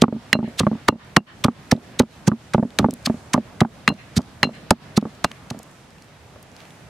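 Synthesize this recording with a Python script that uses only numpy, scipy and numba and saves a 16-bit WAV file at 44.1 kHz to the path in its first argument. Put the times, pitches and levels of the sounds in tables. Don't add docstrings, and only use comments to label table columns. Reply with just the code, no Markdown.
import sys
import numpy as np
from scipy import signal
from scipy.fft import rfft, irfft, next_fast_len
from scipy.io import wavfile
from scipy.ndimage import uniform_filter1d
from numba import njit

SR = 44100
rng = np.random.default_rng(int(sys.argv[2]) if len(sys.argv) > 2 else 0)


def generate_wav(sig):
    pcm = np.round(np.clip(np.atleast_2d(sig).T, -1, 1) * 32767).astype(np.int16)
    wavfile.write(sys.argv[1], SR, pcm)


N = 303836


def undb(db):
    return 10 ** (np.asarray(db) / 20)


def on_log(hz, table):
    table_hz, values = np.transpose(table)
    return np.interp(np.log(hz), np.log(table_hz), values)


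def band(x, hz, width_hz):
    b, a = signal.iirpeak(min(hz, 0.4 * SR), hz / width_hz, fs=SR)
    return signal.lfilter(b, a, x)


def peak_one(x):
    return x / np.abs(x).max()


def add(out, x, s):
    i = max(int(s * SR), 0)
    out[i:i + len(x)] += x[:len(out) - i]


def ring(modes, gains, t):
    hz, db, t60 = np.transpose(modes)[:, :, None]
    envelope = gains[:, None] * undb(db - 60 * t / t60)
    return (envelope * np.sin(2 * np.pi * hz * t)).sum(axis=0)


def walk(rate):
    hold = int(SR / rate)
    steps = np.repeat(rng.standard_normal(N // hold + 1), hold)
    smooth = uniform_filter1d(uniform_filter1d(steps, hold), hold)
    return 1.3 * smooth[:N]


@njit
def loudness(x, attack, release):
    y, e = np.empty(len(x)), 0.
    for i in range(len(x)):
        e += (x[i] - e) * (attack if x[i] > e else release)
        y[i] = e
    return y


# f/Hz, relative spectral density level/dB
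HUSH_SPECTRUM = [(15, -30.5), (25, -21), (70, 0), (138, 2.5), (368, -9), (669, -9), (952, -12.5),
                 (1780, -15.5), (10400, -30.5), (14800, -37.5), (16500, -55.5)]
# t/s, level/dB, tilt about 1 kHz/(dB per octave)
HUSH_COURSE = [(0, -43, 0), (2.5, -44, 0.5), (4.7, -44, 0), (5.302, -44, 0.5), (5.8, -45, 0.5),
               (6.4, -45, 0.5), (6.53, -44.5, 0.5), (6.6, -43, 1.5), (6.72, -44.5, 0.5), (6.9, -45, 0.5)]
# f/Hz, likeness/1 (limited to 0-1 in use)
HUSH_LIKENESS = [(60, 0.8), (130, 1), (290, 0.83), (640, 0.75), (1410, 0.48), (3100, 0.31), (6820, 0.01),
                 (15000, -0.17)]


def hush():
    s, db, tilt_db = np.transpose(HUSH_COURSE)
    t = np.arange(N) / SR
    db, tilt_db = np.interp(t, s, db), np.interp(t, s, tilt_db)
    size = next_fast_len(N)
    f = np.fft.rfftfreq(size, 1 / SR) + 1
    noise = rfft(rng.standard_normal((2, size))) * undb(on_log(f, HUSH_SPECTRUM))
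    like = np.clip(on_log(f, HUSH_LIKENESS), 0, 1)
    mid, side = noise[0] * np.sqrt(1 + like), noise[1] * np.sqrt(1 - like)
    pair = np.array([mid + side, mid - side])
    pair = pair / irfft(pair, size).std()
    out, swell = 0, walk(2.32)
    for octave in np.arange(-6, 5, 1.):
        distance = np.clip(np.log2(f / 1000) - octave, -1, 1)
        share = np.cos(np.pi / 2 * distance) ** 2
        flicker_db = 0.7 * swell + 1.3 * walk(12)
        out = out + undb(flicker_db + octave * tilt_db) * irfft(pair * share, size)[:, :N]
    return undb(db) * out


# t/s, level/dB, centre f/Hz
DISTINCT_POPS = [(1.4634, -29, 3500), (1.7643, -32, 3670), (2.0208, -26, 3270), (2.705, -33.5, 3620),
                 (2.9083, -18, 7040), (2.9378, -18.5, 9740), (3.8894, -13, 4110), (3.9394, -37, 4120),
                 (4.2173, -34, 5200), (5.013, -33.5, 4120), (5.151, -40, 5360), (5.3157, -20.5, 2960),
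                 (5.59, -29.5, 7700), (5.6304, -32, 8250), (5.905, -40, 4700), (6.0222, -37.5, 5660),
                 (6.428, -34, 9080), (6.565, -32.5, 4500), (6.604, -34, 2600), (6.617, -38, 3000),
                 (6.635, -44, 3300), (6.653, -38, 2400), (6.706, -38, 2600)]


def pops(decay_ms=1.5, faint_rate=25, faint_db=-62):
    count = rng.poisson(faint_rate * N / SR)
    draw = rng.random((count, 3))
    faint_s = draw[:, 0] * N / SR
    faint_level_db = faint_db + 20 * draw[:, 1] ** 3
    faint_hz = 2500 * 4 ** draw[:, 2]
    faint = np.c_[faint_s, faint_level_db, faint_hz]
    out, ms = np.zeros((2, N)), np.arange(2048) / SR * 1000
    for s, db, hz in np.r_[DISTINCT_POPS, faint]:
        noise = rng.standard_normal(len(ms)) * np.exp(-ms / decay_ms)
        tick = peak_one(band(noise, hz, 0.42 * hz))
        side_db = 2.5 * rng.standard_normal()
        add(out[0], undb(db + side_db) * tick, s)
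        add(out[1], undb(db - side_db) * tick, s)
    return out


def echo(work, delay_s=0.095, swell_s=0.024, level_db=-30, centre_hz=2800):
    t = np.arange(8192) / SR
    scatter = rng.standard_normal((2, len(t))) * t * np.exp(-t / swell_s)
    scatter = band(scatter / np.linalg.norm(scatter[0]), centre_hz, 2600)
    late = np.r_[np.zeros(int(delay_s * SR)), work][:N]
    return undb(level_db) * signal.fftconvolve(late[None], scatter)[:, :N]


# t/s, level/dB, crack f/Hz, low ring level/dB, high ring level/dB (rings re the hit)
STONE_HITS = [(0.3298, 7, 1960, -14, -27), (0.8866, 14, 1180, -31.5, -53), (1.1675, 17.5, 1208, -29, -67),
              (3.8793, 0, 1470, -7, -21), (4.431, 7.5, 1976, -13.5, -23.5), (4.709, 8, 924, -58, -52),
              (5.2454, 1.5, 1070, -26, -47)]
# f/Hz, level/dB, decay time t60/s
STONE_MODES = [(2788, -5, 0.083), (2678, -14.5, 0.085), (4117, 5, 0.094), (4180, -15.5, 0.11),
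               (5350, -1.5, 0.012), (7080, -14, 0.016), (8340, -25, 0.0067)]


def clacks(sides, crack_t60=0.0056):
    out, t = np.zeros(N), np.arange(16384) / SR
    low = np.array(STONE_MODES)[:, 0] < 3500
    for (s, db, hz, low_db, high_db), side in zip(STONE_HITS, sides):
        crack_modes = [(hz, 0, crack_t60), (1.438 * hz, -5, crack_t60), (2.436 * hz, -12, 0.005)]
        crack = ring(crack_modes, -side[:3], t)
        ring_gains = side[3:] * undb(np.where(low, low_db, high_db))
        add(out, undb(db) * (crack + ring(STONE_MODES, ring_gains, t)), s)
    return out


EDGE_LAG_S = 0.014
PRESSED_S, FREE_S = 0.031, 0.045
ROCK_CHATTER_MS, SECOND_KNOCK_DB = 3.16, -3.5
# t/s, first touch level/dB, full weight level/dB, weight lag t/ms,
# deep modes level/dB, knock level/dB, strongest knock f/Hz, chatter t/ms
PESTLE_LANDINGS = [(0.0213, -0.5, -20, 6.5, -20, 3, 720, 5.1), (0.332, -14, -41, 5.2, -30, -6, 1100, 18),
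                   (0.6034, -13.5, -18.5, 10.6, -1.5, -3, 1150, 4.5),
                   (0.8882, -9.5, -8, 3.23, 5, 3, 1100, 6), (1.1682, -6.5, -2, 5.83, 4.5, 6, 1100, 7.7),
                   (1.444, -18.5, -6.5, 6.5, 4.5, 0.5, 900, 24), (1.723, -7, -11, 3.3, 6.5, 0.5, 620, 6.9),
                   (1.9993, -4, -6, 7.6, -7, 6, 820, 8.1), (2.277, -6, -5, 6.07, 3.5, -2, 1100, 10.5),
                   (2.545, -9, -9.5, 6, 3, 3, 1000, 4.7), (2.793, -11, -12.5, 10, -0.5, -1, 1000, 7.6),
                   (3.071, -15.5, -34, 4.4, -18, -9.5, 1150, 4.8), (3.342, -9, -40, 4, -9, 2.5, 1150, 6.3),
                   (3.614, -7.5, -7.5, 5.44, 4.5, 1, 820, 6), (3.881, -11, -22, 4.5, -4.5, -8, 1100, 12),
                   (4.167, -14, -15, 9.01, 6, -23, 620, 8.8), (4.432, -14.5, -35, 5, -10, 3.5, 820, 4),
                   (4.7087, -6.5, -5, 9.4, -9, 8, 950, 5.4), (4.976, -4.5, -39, 6, -27.5, -4.5, 1100, 5),
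                   (5.247, -23.5, -29.5, 11.6, -42, -1, 1000, 4.4),
                   (5.51, -20.5, -36, 5.4, -11.5, -15.5, 720, 4)]
# t/s, first edge level/dB, second edge level/dB, first knock level/dB, strongest knock f/Hz
MORTAR_ROCKS = [(0.038, -2, -12, 7.5, 1170), (0.0813, -6, -20, -2.5, 830), (0.125, -11.5, -23, -8.5, 593),
                (0.148, -19, -18, -27, 590), (0.3512, -7, -10.5, 0, 700), (0.389, -8, -15, -5.5, 790),
                (0.428, -13, -15.5, -12.5, 585), (0.4766, -21.5, -36, -20.5, 590),
                (0.6327, -12, -38, -10, 1150), (0.6673, -7, -20, 3.5, 810),
                (0.7142, -13, -15.5, -13.5, 600), (0.752, -23, -43, -23, 600), (0.924, -9.5, -18, -7, 590),
                (0.955, -21, -49, -22, 600), (1.203, -19.5, -34, -19, 815), (1.483, -6.5, -39, -3.5, 1170),
                (1.75, -15, -31, -20, 600), (1.776, -22.5, -35, -23, 670), (2.031, -14, -39, -12, 790),
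                (2.317, -7.5, -14.5, -2.5, 970), (2.58, -8, -6.5, -2.5, 590), (2.627, -9, -26, -3.5, 594),
                (2.65, -14.5, -40, -24, 600), (2.814, -13.5, -37, -23, 600), (2.828, -12, -25, -10, 590),
                (2.844, -6, -7.5, 3, 750), (2.886, -8, -18, -7.5, 587), (2.93, -22, -51, -27, 600),
                (3.098, -9.5, -27, -10, 607), (3.142, -23.5, -38, -26.5, 606),
                (3.362, -12.5, -41, -11, 980), (3.3778, -6.5, -21, -3, 624), (3.632, -22, -42, -12, 980),
                (3.649, -13, -36, -7, 1180), (3.9, -11, -14, -4, 804), (3.92, -13.5, -28, -14.5, 590),
                (4.189, -14, -35, -8, 646), (4.204, -24, -44, -20.5, 820), (4.451, -11.5, -28, -11, 620),
                (4.471, -13, -40, -19, 800), (4.491, -24.5, -33, -16, 644), (4.73, -19, -38, -14, 740),
                (5.025, -14.5, -26, -15, 810), (5.053, -20.5, -25, -10, 604),
                (5.313, -41, -48, -23.5, 1200), (5.545, -31.5, -35, -25.5, 590), (5.57, -32, -42, -37, 800),
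                (5.598, -44, -52, -29, 590), (6.359, -46, -60, -25, 603)]


def blows():
    # t/s, thump level/dB, stilling t/s, deep level/dB, knock level/dB, knock f/Hz, chatter t/ms
    rows, none = [], -np.inf
    for s, touch_db, weight_db, lag_ms, deep_db, knock_db, hz, chatter_ms in PESTLE_LANDINGS:
        weight_s = s + lag_ms / 1000
        rows.append((s, touch_db, PRESSED_S, none, knock_db, hz, chatter_ms))
        rows.append((weight_s, weight_db, PRESSED_S, deep_db, none, hz, chatter_ms))
    for s, first_db, second_db, knock_db, hz in MORTAR_ROCKS:
        second_knock_db = second_db + SECOND_KNOCK_DB
        rows.append((s, first_db, FREE_S, none, knock_db, hz, ROCK_CHATTER_MS))
        rows.append((s + EDGE_LAG_S, second_db, FREE_S, none, second_knock_db, hz, ROCK_CHATTER_MS))
    return rows


DEEP_HZ, KNOCK_HZ = 160, 450
FOCUS_DB = 24
DETUNE = 0.04
# f/Hz, level/dB, decay time t60/s (before stilling)
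BOARD_MODES = [(144, -4, 0.028), (187.3, -12.5, 0.21), (228.9, 4, 0.1), (252.5, -3, 0.084),
               (362.3, -2.5, 0.052), (620, -11.5, 0.024), (723, -7, 0.0055), (856, -11.5, 0.018),
               (1149, 1.5, 0.0073), (1750, 0, 0.0013), (1950, -12, 0.01), (2940, 10, 0.012)]


def thuds(push_ms=0.41, grit_ms=0.14, bass_hz=90, build_s=0.001):
    t, modes = np.arange(4096) / SR, np.array(BOARD_MODES)
    hz, ms = modes[:, 0], t[:1024] * 1000
    push = ms * np.exp(-ms / push_ms)
    grit = ms * np.exp(-ms / grit_ms)
    middle, high = modes[(hz > DEEP_HZ) & (hz < KNOCK_HZ)], modes[hz >= KNOCK_HZ]
    deep = ring(modes, 1. * (hz <= DEEP_HZ), t)
    low, knocks, rows = np.zeros(N), np.zeros(N), blows()
    chances = rng.standard_normal((len(rows), len(ms)))
    for row, chance in zip(rows, chances):
        s, db, settle_s, deep_db, knock_db, knock_hz, chatter_ms = row
        swing = ring(middle, np.ones(len(middle)), t * (1 + DETUNE * chance[0]))
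        thump = swing * (1 - np.exp(-t / build_s)) * np.exp(-(t / settle_s) ** 2)
        add(low, undb(db) * thump + undb(deep_db) * deep, s)
        contacts = np.r_[6, chance[1:] ** 3] * np.exp(-ms / max(chatter_ms, 0.1))
        contacts = contacts / np.linalg.norm(contacts)
        spot = undb(-FOCUS_DB * np.log2(high[:, 0] / knock_hz) ** 2)
        knock = peak_one(signal.fftconvolve(ring(high, spot, t[:len(ms)]), grit))
        add(knocks, undb(knock_db) * signal.fftconvolve(knock, contacts), s)
    board = knocks + signal.fftconvolve(low, push / push.sum())[:N]
    return signal.sosfilt(signal.butter(2, bass_hz, "high", fs=SR, output="sos"), board)


# t/s, crisp level/dB, juicy low part level/dB, dull crunch level/dB
# (both re the crisp part), build-up t/ms, length t/ms, colour f/Hz
PULP_STROKES = [(0.0198, 1, -22, -25, 1.55, 0.67, 3500), (0.3301, -7.5, 10.5, -27, 0.34, 0.58, 4060),
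                (0.5969, -5.5, -9, -18, 5.2, 2.1, 3800), (0.8844, -7.5, 2.5, -34, 1.6, 3.8, 3840),
                (1.1649, -0.5, 1, -34.5, 0.54, 3.7, 4150), (1.4406, -8.5, -8, -14, 0.84, 6.9, 3320),
                (1.7145, -6, -5, -15, 1.33, 3.8, 4970), (1.9945, -5, -13.5, -15, 1.65, 2.6, 4000),
                (2.2745, -7.5, -9.5, -18, 3, 6.8, 5830), (2.537, -12.5, -5, -20.5, 1.1, 5.3, 3770),
                (2.7881, 0.5, -7.5, -25, 0.4, 0.58, 4240), (3.0616, -7, -13.5, -15, 3.8, 2.5, 4500),
                (3.3357, -7, -4, -25, 1.5, 4.8, 6040), (3.606, -7, -1.5, -30, 0.75, 4.25, 4000),
                (3.8777, -12.5, 17, -28.5, 0.34, 0.91, 3000), (4.1663, -11.5, -11, -28, 2.7, 14.2, 4200),
                (4.4294, -22.5, 6, -2, 0.29, 17, 4100), (4.707, -1.5, -17, -34, 0.38, 1.45, 4400),
                (4.971, -10.5, -10.5, -22, 3, 5.6, 4270), (5.243, -9.5, -2.5, -28, 0.9, 4.6, 4100),
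                (5.5033, -19.5, -10, -27, 0.9, 4.1, 3870)]


def squash(grain_db=3, fall_ms=1.36, tail_ms=9, tail_db=-24, broad_db=-6, ooze_ms=12):
    out, lead = np.zeros(N), 1024
    ms = (np.arange(4096) - lead) / SR * 1000
    for s, db, low_db, ooze_db, rise_ms, length_ms, hz in PULP_STROKES:
        grain_levels = grain_db * rng.exponential(size=(2, len(ms)))
        grains = rng.standard_normal((2, len(ms))) * undb(grain_levels)
        after = np.maximum(ms - length_ms, 0)
        build_up = np.exp(np.minimum(ms, 0) / max(rise_ms, 0.05))
        shape = build_up * (np.exp(-after / fall_ms) + undb(tail_db) * np.exp(-after / tail_ms))
        broad = band(band(grains[0], 5700, 7000), 2800, 7500)
        crisp = band(grains[0], hz, 0.18 * hz) + undb(broad_db) * broad
        juicy = band(band(grains[1], 1700, 1400), 1700, 1400)
        burst = peak_one(shape * crisp) + undb(low_db) * peak_one(shape * juicy)
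        ooze = band(band(grains[1], 2600, 2800), 2600, 2800)
        burst = burst + undb(ooze_db) * peak_one((ms > 0) * np.exp(-after / ooze_ms) * ooze)
        cut = max(lead - int(s * SR), 0)
        add(out, undb(db) * burst[cut:], s - lead / SR)
    return out


PAN_DB = -1.5
# f/Hz, level/dB
PORT_DIFFERENCE = [(100, -61), (500, -18), (1500, -11), (2700, -7.5), (5000, -12.5), (9000, -7.5),
                   (14000, -1)]


def scene():
    shape = len(STONE_HITS), 3 + len(STONE_MODES)
    work = squash() + thuds() + clacks(np.ones(shape))
    uneven = squash() + thuds() + clacks(rng.choice([-1., 1.], shape))
    size = next_fast_len(N)
    f = np.fft.rfftfreq(size, 1 / SR) + 1
    apart = irfft(rfft(uneven, size) * undb(on_log(f, PORT_DIFFERENCE)), size)[:N]
    pan = undb([[PAN_DB / 2], [-PAN_DB / 2]])
    strokes = work + apart * np.array([[-1], [1]])
    return (strokes + echo(work) + hush()) * pan + pops()


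GAIN_TOP_DB, GAIN_SENSE_S, GAIN_RELEASE_S, GAIN_SLEW_S = -11, 0.0015, 0.09, 0.018
TOP_HZ = 16650


def record(dry, droop_hz=11000):
    heard = loudness(np.abs(dry).max(axis=0), 1 / GAIN_SENSE_S / SR, 1 / GAIN_RELEASE_S / SR)
    over_db = np.maximum(20 * np.log10(heard + 1e-9) - GAIN_TOP_DB, 0)
    cut_db = loudness(over_db, 1 / GAIN_SLEW_S / SR, 1 / GAIN_SLEW_S / SR)
    clipped = np.clip(dry * undb(-cut_db), -1, 1)
    soft = signal.sosfilt(signal.butter(1, droop_hz, fs=SR, output="sos"), clipped)
    return signal.sosfilt(signal.ellip(10, 0.2, 80, TOP_HZ, fs=SR, output="sos"), soft)


dry = scene()
out = record(dry)
generate_wav(out)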